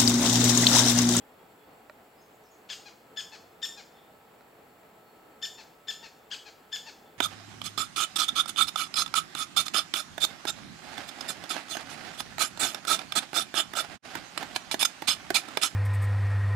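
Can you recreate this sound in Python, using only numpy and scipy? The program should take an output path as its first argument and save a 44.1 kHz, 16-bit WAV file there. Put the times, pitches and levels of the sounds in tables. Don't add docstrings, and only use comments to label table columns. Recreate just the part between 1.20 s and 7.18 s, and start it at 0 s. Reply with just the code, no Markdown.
import sys
import numpy as np
from scipy import signal
from scipy.fft import rfft, irfft
from scipy.io import wavfile
from scipy.ndimage import map_coordinates

SR = 44100
rng = np.random.default_rng(int(sys.argv[2]) if len(sys.argv) > 2 else 0)


def pcm_store(signal):
    levels = np.round(np.clip(np.atleast_2d(signal), -1, 1) * 32767)
    wavfile.write(sys.argv[1], SR, levels.astype(np.int16).T)


N = 263718
TIME = np.arange(N) / SR
TOP_HZ = 15800

# f/Hz, relative level/dB
AIR_MID = [(15, -49), (25, -19), (241, -4), (391, -4.5), (435, -1.5), (570, -5.5), (809, -2.5), (1000, -9),
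           (1350, -11.5), (1630, -13), (3380, -21.5), (6450, -31.5), (7580, -23.5), (8670, -31),
           (15700, -23.5)]
AIR_SIDE = [(15, -56), (25, -26), (54, -25), (191, -9.5), (604, -1.5), (2630, -11), (4870, -23.5),
            (7480, -29.5), (8320, -32.5), (13800, -28), (15000, -48)]
# t/s, level/dB
WHINE_RIDE = [(0, -73.5), (1.5, -77), (1.9, -70.5), (3, -72), (4.2, -67.5), (5.98, -72)]
# f/Hz, width/Hz, level/dB, flicker/dB
INSECT_BANDS = [(4360, 310, -81, 2.5), (7590, 830, -81.5, 2.5)]
# f/Hz, gain/dB
SCRUB_COLOUR = [(800, -0.5), (1750, 0.5), (3400, -0.5), (5200, 4), (7200, 7), (8600, 14), (13000, 13)]
# t/s, length/s, start f/Hz, middle f/Hz, end f/Hz, level/dB
BIRD_CHIPS = [(0, .025, 3400, 3290, 3280, -72), (0.183, 0.038, 3420, 3350, 3330, -75),
              (0.37, 0.092, 3460, 3400, 3350, -77), (0.955, 0.089, 4800, 5130, 5020, -75),
              (1.006, 0.025, 6600, 6500, 5370, -71), (1.136, 0.021, 6900, 6600, 6550, -78),
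              (1.233, .016, 5300, 5900, 6530, -73), (1.247, 0.051, 5000, 5270, 5250, -72.5),
              (1.306, 0.023, 6900, 6700, 5450, -68)]
# t/s, level/dB, brightness/(dB per octave)
KNOCK_HITS = [(0.697, -37, 1), (3.208, -49, 3.5), (3.633, -54, 2)]
# f/Hz, relative level/dB, t60/s
KNOCK_MODES = [(610, -2, 0.048), (940, -4, 0.014), (1230, -7, .018), (1390, -6, 0.033), (1880, -2, 0.017),
               (2330, -5, 0.013), (3990, -12, 0.012), (4930, -12, 0.0072), (5960, -17, .006),
               (7700, -21, .01)]
# f/Hz, gain/dB
SHARP_THROAT = [(700, -17), (1200, -13.5), (1750, -7.5), (2400, 1.5), (3150, 2.5), (3550, 1.5), (4300, 0.5),
                (5300, -6.5), (7150, -10), (7900, -18), (9000, -39), (10400, -47.5), (12000, -28.5),
                (13500, -37.5), (15000, -52)]
SOFT_THROAT = [(500, -9), (850, -2), (1700, -2.5), (2550, 1), (3400, -7.5), (4250, 1.5), (5400, -7.5),
               (7000, -12), (8500, -31.5), (14000, -58)]
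# t/s, length/s, top f/Hz, level/dB, roughness/0-1, brightness/(dB per octave), slope send/dB
SHARP_NOTES = [(1.486, .061, 1733, -37.3, .62, 1.5, -37), (1.96, 0.055, 1737, -33, 0.17, 0, -39),
               (2.416, 0.05, 1811, -30, 0.15, 2.5, -26), (4.215, 0.049, 1802, -31.5, 0.14, 2, -44),
               (4.671, .047, 1780, -31.5, 0.12, 0.5, -35), (5.102, 0.053, 1665, -35.5, .45, -1.5, -30.5),
               (5.515, 0.056, 1758, -32, 0.15, 0.5, -30.5)]
# t/s, top f/Hz, level/dB, roughness/0-1
SOFT_NOTES = [(1.647, 832, -47, 0.16), (2.114, 887, -45.5, 0.39), (2.564, 839, -46, 0.28),
              (4.372, 901, -47.5, 0.42), (4.822, 928, -45, 0.42), (5.249, 850, -47.5, .35),
              (5.654, 909, -43.5, 0.27)]
SHARP_ARCH = dict(catch_s=.0128, snap_s=.001205, lead_db=-19.5, scoop=.1494,
                  drop=.47, drop_power=4.3, release_db=-19, release_power=3.23)
SOFT_ARCH = dict(catch_s=.0136, snap_s=.0028, lead_db=-19.5, scoop=.02,
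                 drop=.33, drop_power=2.8, release_db=-10.5, release_power=1.35)


def undb(db):
    return 10 ** (np.asarray(db) / 20)


def level(x, db):
    return x * undb(db) / np.sqrt(np.mean(x ** 2))


def eq_gain(curve, hz):
    f, db = np.transpose(curve)
    return undb(np.interp(np.log(np.maximum(hz, 1)), np.log(f), db))


def noise(curve, size):
    return irfft(rfft(rng.standard_normal(size)) * eq_gain(curve, np.fft.rfftfreq(size, 1 / SR)), size)


def wander(rate, size):
    steps = np.arange(size) * rate / SR
    return map_coordinates(rng.standard_normal(size // 4 + 4), [steps + 1], order=2, mode="wrap")


def pan(x, pan_db):
    return x * undb(np.array([[pan_db], [-pan_db]]) / 2)


def add(out, at_s, x):
    start = int(at_s * SR)
    out[:, start:start + x.shape[1]] += x[:, :N - start]


def air(mid_db=-57, side_db=-63.5, swell_db=0.38, flutter_db=0.96):
    mid, side = level(noise(AIR_MID, N), mid_db), level(noise(AIR_SIDE, N), side_db)
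    bed = mid + side * np.array([[1], [-1]])
    rush = signal.sosfilt(signal.butter(1, 2500, fs=SR, output="sos"), bed)
    swell = undb(swell_db * wander(2.065, N) + flutter_db * wander(18, N))
    return bed + rush * (swell - 1)


def machine_hum(hz=436.2, drone_db=-72, waver=0.0011, flicker_db=2.5):
    phase = 2 * np.pi * np.cumsum(hz * (1 + waver * wander(9, N))) / SR
    whine = level(np.sin(3 * phase) * undb(flicker_db * wander(7, N)), 0)
    drone = np.sin(phase + wander(25, N)) * undb(flicker_db * wander(14, N))
    return whine * undb(np.interp(TIME, *np.transpose(WHINE_RIDE))) + level(drone, drone_db)


def insects(flicker_rate=21.96):
    out = 0
    for hz, width, db, flicker_db in INSECT_BANDS:
        bell = [(hz - 2 * width, -60), (hz - width / 2, -3), (hz, 0),
                (hz + width / 2, -3), (hz + 2 * width, -60)]
        out += level(noise(bell, N) * undb(flicker_db * wander(flicker_rate, N)), db)
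    return out


def slope_echo(delay_s=.313, t60=0.67, dull_hz=4200):
    t = np.arange(SR // 2) / SR - delay_s
    fade = (t > 0) * undb(-60 * np.abs(t) / t60)
    echo = rng.standard_normal(len(t)) * fade / np.sqrt(np.sum(fade ** 2))
    return pan(signal.sosfilt(signal.butter(4, dull_hz, fs=SR, output="sos"), echo), 0)


def scrub_echo(predelay_s=0.0065, near_t60=0.12, far_t60=0.51, far_db=-4, width=0.18, pan_db=1.5):
    t = np.arange(SR // 2) / SR
    onset = np.clip(t / predelay_s - 1, 0, 1)
    fade = onset * (undb(-60 * t / near_t60) + undb(far_db - 60 * t / far_t60))
    mid, side = (noise(SCRUB_COLOUR, len(t)) * fade / np.sqrt(np.sum(fade ** 2)) for _ in range(2))
    return pan(mid, pan_db) + width * side * np.array([[1], [-1]])


def small_birds(scrub_db=-3, quaver=.014, quaver_rate=300):
    out = np.zeros((2, N))
    for at_s, length_s, start_hz, middle_hz, end_hz, db in BIRD_CHIPS:
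        along = np.linspace(0, 1, int(length_s * SR))
        bend = np.polyfit([0, .5, 1], [start_hz, middle_hz, end_hz], 2)
        hz = np.polyval(bend, along) * (1 + quaver * wander(quaver_rate, len(along)))
        chip = level(np.sin(2 * np.pi * np.cumsum(hz) / SR) * np.sin(np.pi * along), db)
        add(out, at_s, pan(chip, 0))
        add(out, at_s, undb(scrub_db) * signal.fftconvolve(chip[None], scrub_echo(), axes=1))
    return out


def knocks(attack_s=0.0007, pan_db=-4):
    out, t = np.zeros((2, N)), np.arange(SR // 10) / SR
    for at_s, hit_db, bright_db in KNOCK_HITS:
        ring = 0
        for hz, db, t60 in KNOCK_MODES:
            decay = undb(db + bright_db * np.log2(hz / 2000) - 60 * t / t60)
            ring += decay * np.sin(2 * np.pi * (hz * t + rng.random()))
        add(out, at_s, pan(undb(hit_db) * ring * np.minimum(t / attack_s, 1), pan_db))
    return out


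def outdoors(voice, pan_db, scrub_db, slope_db, pan_db_per_octave=2):
    echoes = undb(scrub_db) * scrub_echo() + undb(slope_db) * slope_echo()
    out = signal.fftconvolve(voice[None], echoes, axes=1)
    hz = np.clip(np.fft.rfftfreq(len(voice), 1 / SR), 1500, 7000)
    left_db = pan_db - pan_db_per_octave * np.log2(hz / 3500)
    out[:, :len(voice)] += irfft(rfft(voice) * undb(np.array([left_db, -left_db]) / 2), len(voice))
    return out


def arch(size, rough, catch_s, snap_s, lead_db, scoop, drop, drop_power, release_db, release_power):
    t = np.arange(size) / SR
    caught = .5 + .5 * np.tanh((t - catch_s) / (2 * snap_s * (1 + rough)))
    spent = np.clip((t - catch_s) / (t[-1] - catch_s), 0, 1)
    strain = caught * (1 - caught) ** 2
    sag = spent ** (drop_power / (1 + 1.5 * rough ** 2))
    pitch_ratio = (1 - scoop * strain / strain.max()) * (1 - drop * sag)
    effort_db = 20 * np.log10(caught + undb(lead_db) * (1 - caught)) + release_db * spent ** release_power
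    return pitch_ratio, effort_db


def syrinx(length_s, top_hz, rough, bright_db, throat, shape,
           jitter=0.05, shimmer_db=3, rasp_db=-6, rasp_rate=900, slack=0.81, mellow=0.079, fray=.85):
    size = int(length_s * SR)
    along = np.linspace(0, 1, size)
    pitch_ratio, effort_db = arch(size, rough, **shape)
    weakness = 1 - np.minimum(undb(effort_db), 1)
    rough = rough + weakness * (slack * (1 - along) ** 2 + fray * along ** 2)
    hz = top_hz * pitch_ratio * (1 + jitter * rough * wander(rasp_rate, size))
    phase = 2 * np.pi * np.cumsum(hz) / SR
    tone = 0
    for k in range(1, 14):
        tilt_db = bright_db * np.log2(k * hz / 3500) + mellow * effort_db * np.log2(max(k / 2, 1))
        gain = eq_gain(throat, k * hz) * undb(tilt_db) * (k * hz < TOP_HZ)
        tone += gain * np.sin(k * phase + 2 * np.pi * rng.random())
    rasp = level(noise(throat, size), rasp_db) * rough * (1 + np.cos(phase))
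    envelope = undb(effort_db + shimmer_db * rough * wander(rasp_rate, size))
    return (level(tone, 0) + rasp) * envelope * signal.windows.tukey(size, .16)


def woodpecker(soft_length_s=.053, soft_bright_db=0.74):
    out = np.zeros((2, N))
    for at_s, length_s, top_hz, db, rough, bright_db, slope_db in SHARP_NOTES:
        voice = undb(db) * syrinx(length_s, top_hz, rough, bright_db, SHARP_THROAT, SHARP_ARCH)
        add(out, at_s, outdoors(voice, pan_db=5.5, scrub_db=-5.5, slope_db=slope_db))
    for at_s, top_hz, db, rough in SOFT_NOTES:
        voice = undb(db) * syrinx(soft_length_s, top_hz, rough, soft_bright_db, SOFT_THROAT, SOFT_ARCH)
        add(out, at_s, outdoors(voice, pan_db=6, scrub_db=-6, slope_db=-36))
    return out


def scene():
    return woodpecker() + small_birds() + knocks() + air() + insects() + machine_hum()


def record(dry):
    return signal.sosfilt(signal.ellip(10, .1, 70, TOP_HZ, fs=SR, output="sos"), dry)


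dry = scene()
out = record(dry)
pcm_store(out)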